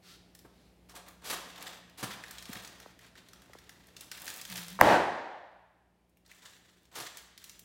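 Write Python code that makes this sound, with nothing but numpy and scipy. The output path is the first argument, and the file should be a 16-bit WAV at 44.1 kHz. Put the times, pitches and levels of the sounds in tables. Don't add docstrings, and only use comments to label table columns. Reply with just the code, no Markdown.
import sys
import numpy as np
from scipy import signal
from scipy.fft import rfft, irfft
from scipy.io import wavfile
from scipy.ndimage import uniform_filter1d, minimum_filter1d

SR = 44100
rng = np.random.default_rng(int(sys.argv[2]) if len(sys.argv) > 2 else 0)


def wav_out(sig):
    wavfile.write(sys.argv[1], SR, np.round(np.clip(np.atleast_2d(sig).T, -1, 1) * 32767).astype(np.int16))


N = 336924
TIME = np.arange(N) / SR

# start in seconds, relative peak in dB, first and last pitch in Hz, length in seconds.
BURST_SWINGS = [(4.8117, -3.5, 2200, 1550, .0023), (4.8118, -20, 5900, 5100, .0014),
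                (4.8130, 0, 1050, 700, .0027), (4.8148, -15, 480, 300, .005)]
BURST_S = BURST_SWINGS[0][0]
# start in seconds, peak in dB, first and last pitch in Hz,
# length in seconds.
BUCKLE_SWINGS = [(2.4916, -38, 310, 166, .014), (2.859, -44, 2040, 196, 0.0077),
                 (3.4965, -52, 1180, 251, .007), (3.55, -46, 1900, 176, .009),
                 (4.79, -25.5, 1670, 734, 0.0028)]
# start and length in seconds, relative levels of crinkle
# and of rubbing in dB, fizz in dB relative to the crinkle.
SHOE_PRESSES = [(0.936, .1, -58, -54.5, -11), (1.06, 0.064, -53, -57, -5), (1.216, 0.34, -51, -51, -13),
                (1.55, 0.26, -49, -53, -16), (1.99, 0.25, -49.5, -51, -22), (2.2, 0.41, -53, -62, -12),
                (2.46, .3, -52, -56, -7), (2.72, 0.22, -58.5, -63, -16), (3.006, 0.093, -58, -65, -24),
                (3.153, 0.068, -57.5, -64, -25), (3.207, 1, -65, -69.5, -12),
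                (3.965, .15, -58.5, -67.5, -7), (4.118, .14, -52, -63, -3), (4.2, 0.26, -48, -56.5, -0.5),
                (4.47, .21, -43.5, -56.5, -2), (4.66, 0.12, -51.5, -62.5, -1.5),
                (6.249, 0.23, -61.5, -72.5, -9), (6.42, .15, -59.5, -66, -4.5), (6.52, 0.39, -69, -79, -3),
                (6.914, 0.073, -54.5, -61, -8), (6.948, 0.13, -49, -50.5, -8), (7.011, .3, -56, -66, -15),
                (7.39, 0.22, -59, -76, -3)]
# start in seconds, relative level in dB, offsets of the ring
# and of the fizz in dB.
CREASE_SNAPS = [(0.3496, -43, -9, -7), (0.39, -47.5, -18, -4.5), (0.8954, -42.5, -22, -13),
                (1.6246, -32, -18, -10), (1.6776, -36, -3.5, -15), (1.8966, -49.5, -7, -11),
                (2.2371, -37, 5.5, -17), (2.2812, -42, -13, -14), (2.309, -35.5, -5, -5.5),
                (2.383, -30.5, -22, -20), (2.4244, -35.5, -7, -14), (2.4548, -34, -11, -21),
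                (2.5309, -32.5, -3, -5), (2.5541, -37.5, 3, -22), (2.6476, -32.5, -19, -17),
                (2.6744, -35, -22, -16), (2.7998, -40.5, -5, -10), (2.9906, -47, -2, -11),
                (3.045, -52, 3, -23), (3.1535, -48.5, 3, -23), (3.2858, -43.5, -10, -13),
                (3.3328, -41.5, -5, -13), (3.419, -49, -1, -9), (3.533, -43, 1, -13),
                (3.5861, -45, -6.5, -11), (3.693, -38, -3, -10.5), (3.8694, -57.5, -14.5, 2.5),
                (3.9658, -34, -19, -16), (4.0083, -36, -18.5, -4), (4.115, -27, -9.5, -13),
                (4.2664, -34.5, -16.5, -10), (4.2784, -27.5, -3.5, -11), (4.3012, -29.5, -18.5, -13),
                (4.4135, -32, -19, -5.5), (4.4512, -32, -10.5, -10.5), (4.4999, -34, -9, -13.5),
                (4.557, -27.5, -14, -17), (4.5764, -28, -9, -16), (4.6827, -34.5, -17, -10.5),
                (6.0944, -76, -8, 6), (6.1707, -62, -3, -1), (6.262, -49.5, -15, -17),
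                (6.3144, -46.5, 5, -9), (6.8533, -51.5, -19, -16), (7.1706, -36.5, -18, -2),
                (7.3768, -36.5, -19, -13), (7.441, -36.5, -27, -7.5), (7.4952, -35.5, -26, -13),
                (7.5926, -46.5, -16, 2.5)]
# start in seconds, level in dB, length in seconds, dull push and floor thump
# in dB relative to that level.
SOLE_SCUFFS = [(0.447, -72, 0.013, 13.5, 13.5), (0.886, -59.5, 0.037, -2, -17),
               (0.949, -49.5, 0.026, -10, -27), (1.235, -43, 0.08, -11.5, -23),
               (1.299, -38, 0.014, -5.5, -19), (1.325, -39, 0.019, -2.5, -18),
               (1.974, -48, 0.038, -9.5, -33), (2.028, -38, 0.015, 0, -3), (2.548, -58.5, 0.026, -4, 7),
               (4.267, -51, 0.045, -8, -9), (4.55, -46.5, 0.036, -18.5, -20),
               (6.951, -45.5, 0.039, -4.5, -13), (7.001, -43, 0.013, -8, -11)]
# time in seconds, pitch in Hz, level in dB.
GROAN_PATH = [(4.488, 194.3, -58), (4.518, 189.5, -48.5), (4.546, 181.5, -52), (4.676, 173, -54),
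              (4.704, 179.1, -56), (4.738, 188.2, -51.5), (4.768, 189.8, -51), (4.786, 190, -49.5)]
# start and length in seconds, level in dB.
LEG_SWISHES = [(0.019, 0.15, -56.5), (0.462, 0.26, -72.5)]
# frequency in Hz, time to fall by 60 dB in seconds.
ECHO_FADE = [(60, .72), (150, .78), (350, .88), (700, 1.12), (1800, 1.18), (4000, 1.1), (8000, .76),
             (12000, .54), (16000, .42)]
# frequency in Hz, relative level in dB.
MAINS_LINES = [(59.2, -9), (118.4, -13), (177.6, -6.5)]

# frequency in Hz, relative spectral density in dB.
BANG_SPECTRUM = [(25, -33.5), (45, -25.5), (90, -9.5), (125, -14), (200, -7.5), (250, -5.5), (335, -3.5),
                 (450, -7), (620, -1), (860, -1), (1250, -12.5), (1780, -10.5), (2300, -19.5), (6000, -32),
                 (16000, -40.5)]
FULL_FILM_SPECTRUM = [(500, -33.5), (900, -11), (1300, -5.5), (1750, 0.5), (2200, -2), (2750, -3),
                      (3500, 0), (5400, -8.5), (7500, -10), (10200, -17), (15000, -16), (16000, -21.5)]
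SLACK_FILM_SPECTRUM = [(400, -27), (800, -10.5), (1300, -1.5), (1800, 4), (2500, -2.5), (3500, 3),
                       (5400, -4.5), (7500, -2.5), (11000, -16), (16000, -15)]
RUB_SPECTRUM = [(60, -21), (130, -5), (300, -4.5), (600, -0.5), (900, 1), (1300, -3), (2200, -14),
                (5000, -33)]
AIR_SPECTRUM = [(15, -45), (30, -19), (59, 0), (130, -9.5), (180, -4.5), (250, -6.5), (373, -7.5),
                (489, -11.5), (677, -12.5), (1370, -25), (2280, -22.5), (6380, -32.5), (11900, -34),
                (16000, -39)]
CRUNCH_SPECTRUM = [(300, -13.5), (1000, -7.5), (1700, -3), (3500, -1), (7000, -5.5), (12000, -7),
                   (16000, -14)]
PUSH_SPECTRUM = [(60, -32), (200, -8.5), (380, 2.5), (550, -5), (1000, -1), (1700, -2.5), (4000, -30)]
THUMP_SPECTRUM = [(30, -23.5), (90, -4.5), (160, 5), (330, -6.5), (600, -7.5), (1500, -34.5)]
CLOTH_SPECTRUM = [(500, -16), (1400, 4), (2500, 1.5), (4200, 6), (6500, -2.5), (15000, -11)]


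def burst(pop_db=11.5, rip_db=-11.5, room_db=24, leak_db=-27, leak_s=.022, rip_peak_s=.00042):
    t = np.arange(2 * SR) / SR
    out = amp(pop_db) * sum(buckle(*row) for row in BURST_SWINGS)
    rip = evened(band(rng.standard_normal(len(t)), 3300, 19000))
    rip_envelope = t / rip_peak_s * np.exp(1 - t / rip_peak_s)
    add(out, BURST_S, amp(pop_db + rip_db) * rip * rip_envelope)
    leak = colour(rng.standard_normal(len(t)), BANG_SPECTRUM) * (t / leak_s) * (t < leak_s)
    add(out, BURST_S - leak_s, amp(leak_db) * leak)
    tail = np.pad(echo_tail(build_s=.0051, early_db=6.5, early_s=.13), (0, SR))
    add(out, BURST_S, amp(room_db) * colour(tail, BANG_SPECTRUM))
    return out


def buckle(start, db, first_hz, last_hz, length):
    out, count = np.zeros(N), max(int(length * SR), 2)
    cycles = np.cumsum(np.geomspace(first_hz, last_hz, count)) / SR
    add(out, start, amp(db) * np.sin(2 * np.pi * cycles) * signal.windows.tukey(count, .5))
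    return out


def rustle(gain_db=-2, fizz_db=-1, clump_db=4.5, ticks_db=-11):
    grains = creases(per_s=5300, spread_db=2.5, hiss=1)
    grains = evened(grains * amp(clump_db * wander(60)))
    full, slack = colour(grains, FULL_FILM_SPECTRUM), colour(grains, SLACK_FILM_SPECTRUM)
    fizz = evened(band(creases(per_s=680, spread_db=6.5, hiss=.25), 5900, SR / 2))
    crinkle = np.where(TIME < BURST_S, full, slack) + amp(ticks_db) * ticks()
    rub = colour(creases(per_s=720, spread_db=0, hiss=1.1), RUB_SPECTRUM)
    out = np.zeros(N)
    for start, length, crinkle_db, rub_db, taut_db in SHOE_PRESSES:
        film = crinkle + amp(fizz_db + taut_db) * fizz
        effort = arch(start, length, skew=.64, roundness=.78)
        out += effort * (amp(crinkle_db) * film + amp(rub_db) * rub)
    return amp(gain_db) * out


def creases(per_s, spread_db, hiss):
    size = amp(spread_db * np.minimum(rng.exponential(1, N), 4))
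    clicks = size * rng.choice([-1, 1], N) * (rng.random(N) < per_s / SR)
    return evened(evened(clicks) + hiss * rng.standard_normal(N))


def ticks(pitches=14, per_pitch_per_s=3.5, decay_s=.0018):
    out, t = np.zeros(N), np.arange(500) / SR
    for hz in np.geomspace(1500, 11000, pitches):
        tick = band(rng.standard_normal(len(t)) * np.exp(-t / decay_s), hz * .7, hz * 1.4)
        clicks = (rng.random(N) < per_pitch_per_s / SR) * rng.uniform(.3, 1, N)
        out += signal.oaconvolve(clicks, evened(tick) / hz ** .25)[:N]
    return evened(out)


def snaps(gain_db=-10, ring_db=7, own_db=-3, fizz_db=4.5, full_hz=1760, slack_hz=2430):
    out, t = np.zeros(N), np.arange(4096) / SR
    flip = (1 - np.exp(-t / .00039)) * np.exp(-t / .0035)
    shake = flip + .21 * np.exp(-t / .014)
    for start, db, ring_offset_db, fizz_offset_db in CREASE_SNAPS:
        film_hz = (full_hz if start < BURST_S else slack_hz) * np.exp(.06 * rng.standard_normal())
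        own_hz = 2430 * (5800 / 2430) ** rng.random()
        crack_noise, fizz_noise, ring_noise = rng.standard_normal((3, len(t)))
        crack = 2 * band(crack_noise * shake, 2000, 7500)
        fizz = 2 * amp(fizz_db + fizz_offset_db) * band(fizz_noise * shake, 6100, 17000)
        film_ring, own_ring = (evened(band(ring_noise * flip, hz * .85, hz * 1.15)) * np.std(flip)
                               for hz in (film_hz, own_hz))
        ring = amp(ring_db + ring_offset_db) * film_ring + amp(own_db) * own_ring
        add(out, start, amp(db + gain_db) * (crack + fizz + ring))
    return out


def scuffs(fall_s=.0072):
    crunch = colour(creases(per_s=5000, spread_db=2.5, hiss=.29), CRUNCH_SPECTRUM)
    push = colour(rng.standard_normal(N), PUSH_SPECTRUM)
    thump = colour(rng.standard_normal(N), THUMP_SPECTRUM)
    out = np.zeros(N)
    for start, db, length, push_db, thump_db in SOLE_SCUFFS:
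        rise_s = .0029 * (length / .03) ** 2
        t = np.maximum(TIME - start, 0)
        press = (1 - np.exp(-t / rise_s)) * np.exp(-np.clip((t - length) / fall_s, 0, 20))
        out += amp(db) * press * (crunch + amp(push_db) * push + amp(thump_db) * thump)
    return out


def groan(under_db=-8, under_hz=123, under_peak_s=4.56, under_width_s=.071):
    times, hz, db = np.transpose(GROAN_PATH)
    pitch_hz = np.interp(TIME, times, hz) * (1 + .025 * wander(30))
    grip = amp(1.8 * wander(45))
    note = grip * np.sin(2 * np.pi * np.cumsum(pitch_hz) / SR)
    under_swell = np.exp(-((TIME - under_peak_s) / under_width_s) ** 2)
    under = amp(under_db) * under_swell * np.sin(2 * np.pi * under_hz * TIME)
    envelope = amp(np.interp(TIME, times, db)) * (TIME >= times[0]) * (TIME <= times[-1])
    return np.sqrt(2) * envelope * (note + under)


def swish():
    cloth = colour(rng.standard_normal(N), CLOTH_SPECTRUM)
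    return cloth * sum(amp(db) * arch(start, length, skew=1.37, roundness=.55)
                       for start, length, db in LEG_SWISHES)


def echo_tail(build_s, early_db, early_s):
    hz, frame_s, spectrum = signal.stft(rng.standard_normal(2 * SR), SR, nperseg=512)
    decay = np.exp(-np.log(1000) * frame_s / read(ECHO_FADE, hz)[:, None])
    tail = signal.istft(spectrum * decay, SR)[1]
    t = np.arange(len(tail)) / SR
    tail *= 1 - np.exp(-t / build_s)
    tail *= 1 + amp(early_db) * np.exp(-(t / early_s) ** 2)
    return tail / np.linalg.norm(tail)


def room_tone(gain_db=-63, air_db=-2, dip_db=14, return_s=2.2):
    hum = np.zeros(N)
    for hz, db in MAINS_LINES:
        strength = np.sqrt(2) * amp(db + 2 * wander(2))
        hum += strength * np.sin(2 * np.pi * hz * TIME + .65 * wander(4))
    air = amp(air_db) * colour(rng.standard_normal(N), AIR_SPECTRUM)
    dip = (TIME > BURST_S) * np.exp(-abs(TIME - BURST_S) / return_s)
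    return (air + hum) * amp(gain_db - dip_db * dip)


def amp(db):
    return 10 ** (np.asarray(db) / 20)


def evened(x):
    return x / np.sqrt(np.mean(x ** 2) + 1e-20)


def read(points, hz):
    table_hz, value = np.transpose(points)
    return np.interp(np.log(hz + 1), np.log(table_hz + 1), value)


def add(mix, start, sound):
    part = mix[max(round(start * SR), 0):][:len(sound)]
    part += sound[:len(part)]


def colour(x, points, size=4096):
    log_gain = np.log(amp(read(points, abs(np.fft.fftfreq(size, 1 / SR)))))
    response = np.exp(np.conj(signal.hilbert(log_gain)))
    taps = np.fft.ifft(response).real[:size // 2]
    return signal.oaconvolve(x, taps / np.linalg.norm(taps))[:len(x)]


def band(x, lo_hz, hi_hz):
    sections = signal.butter(2, [lo_hz, min(hi_hz, SR / 2 - 1)], "band", fs=SR, output="sos")
    return signal.sosfilt(sections, x)


def wander(rate_hz):
    hz = np.fft.rfftfreq(N, 1 / SR)
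    return evened(irfft(rfft(rng.standard_normal(N)) / (1 + (hz / rate_hz) ** 2) ** 2, N))


def arch(start, length, skew, roundness):
    progress = np.clip((TIME - start) / length, 0, 1)
    moving = (progress > 0) & (progress < 1)
    gain = np.zeros(N)
    gain[moving] = np.sin(np.pi * progress[moving] ** skew) ** roundness
    return gain


def scene(echo_db=-5):
    direct = swish() + rustle() + snaps() + scuffs()
    echo = signal.oaconvolve(direct, echo_tail(build_s=.0027, early_db=-5, early_s=.066))[:N]
    knocks = sum(buckle(*row) for row in BUCKLE_SWINGS)
    return (burst() + direct + amp(echo_db) * echo + knocks + groan() + room_tone())[None]


def record(dry, bass_hz=42, top_hz=16300, ceiling=.92, recover_db_per_s=115):
    sound = signal.sosfilt(signal.butter(2, bass_hz, "high", fs=SR, output="sos"), dry[0])
    over_db = 20 * np.log10(np.maximum(abs(sound) / ceiling, 1))
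    recovery_db = TIME * recover_db_per_s
    held_db = np.maximum.accumulate(over_db + recovery_db) - recovery_db
    duck_db = uniform_filter1d(minimum_filter1d(-held_db, size=140), size=70)
    low_pass = signal.firwin(255, top_hz, window=("kaiser", 9), fs=SR)
    return signal.oaconvolve(sound * amp(duck_db), low_pass, "same")[None]


dry = scene()
out = record(dry)
wav_out(out)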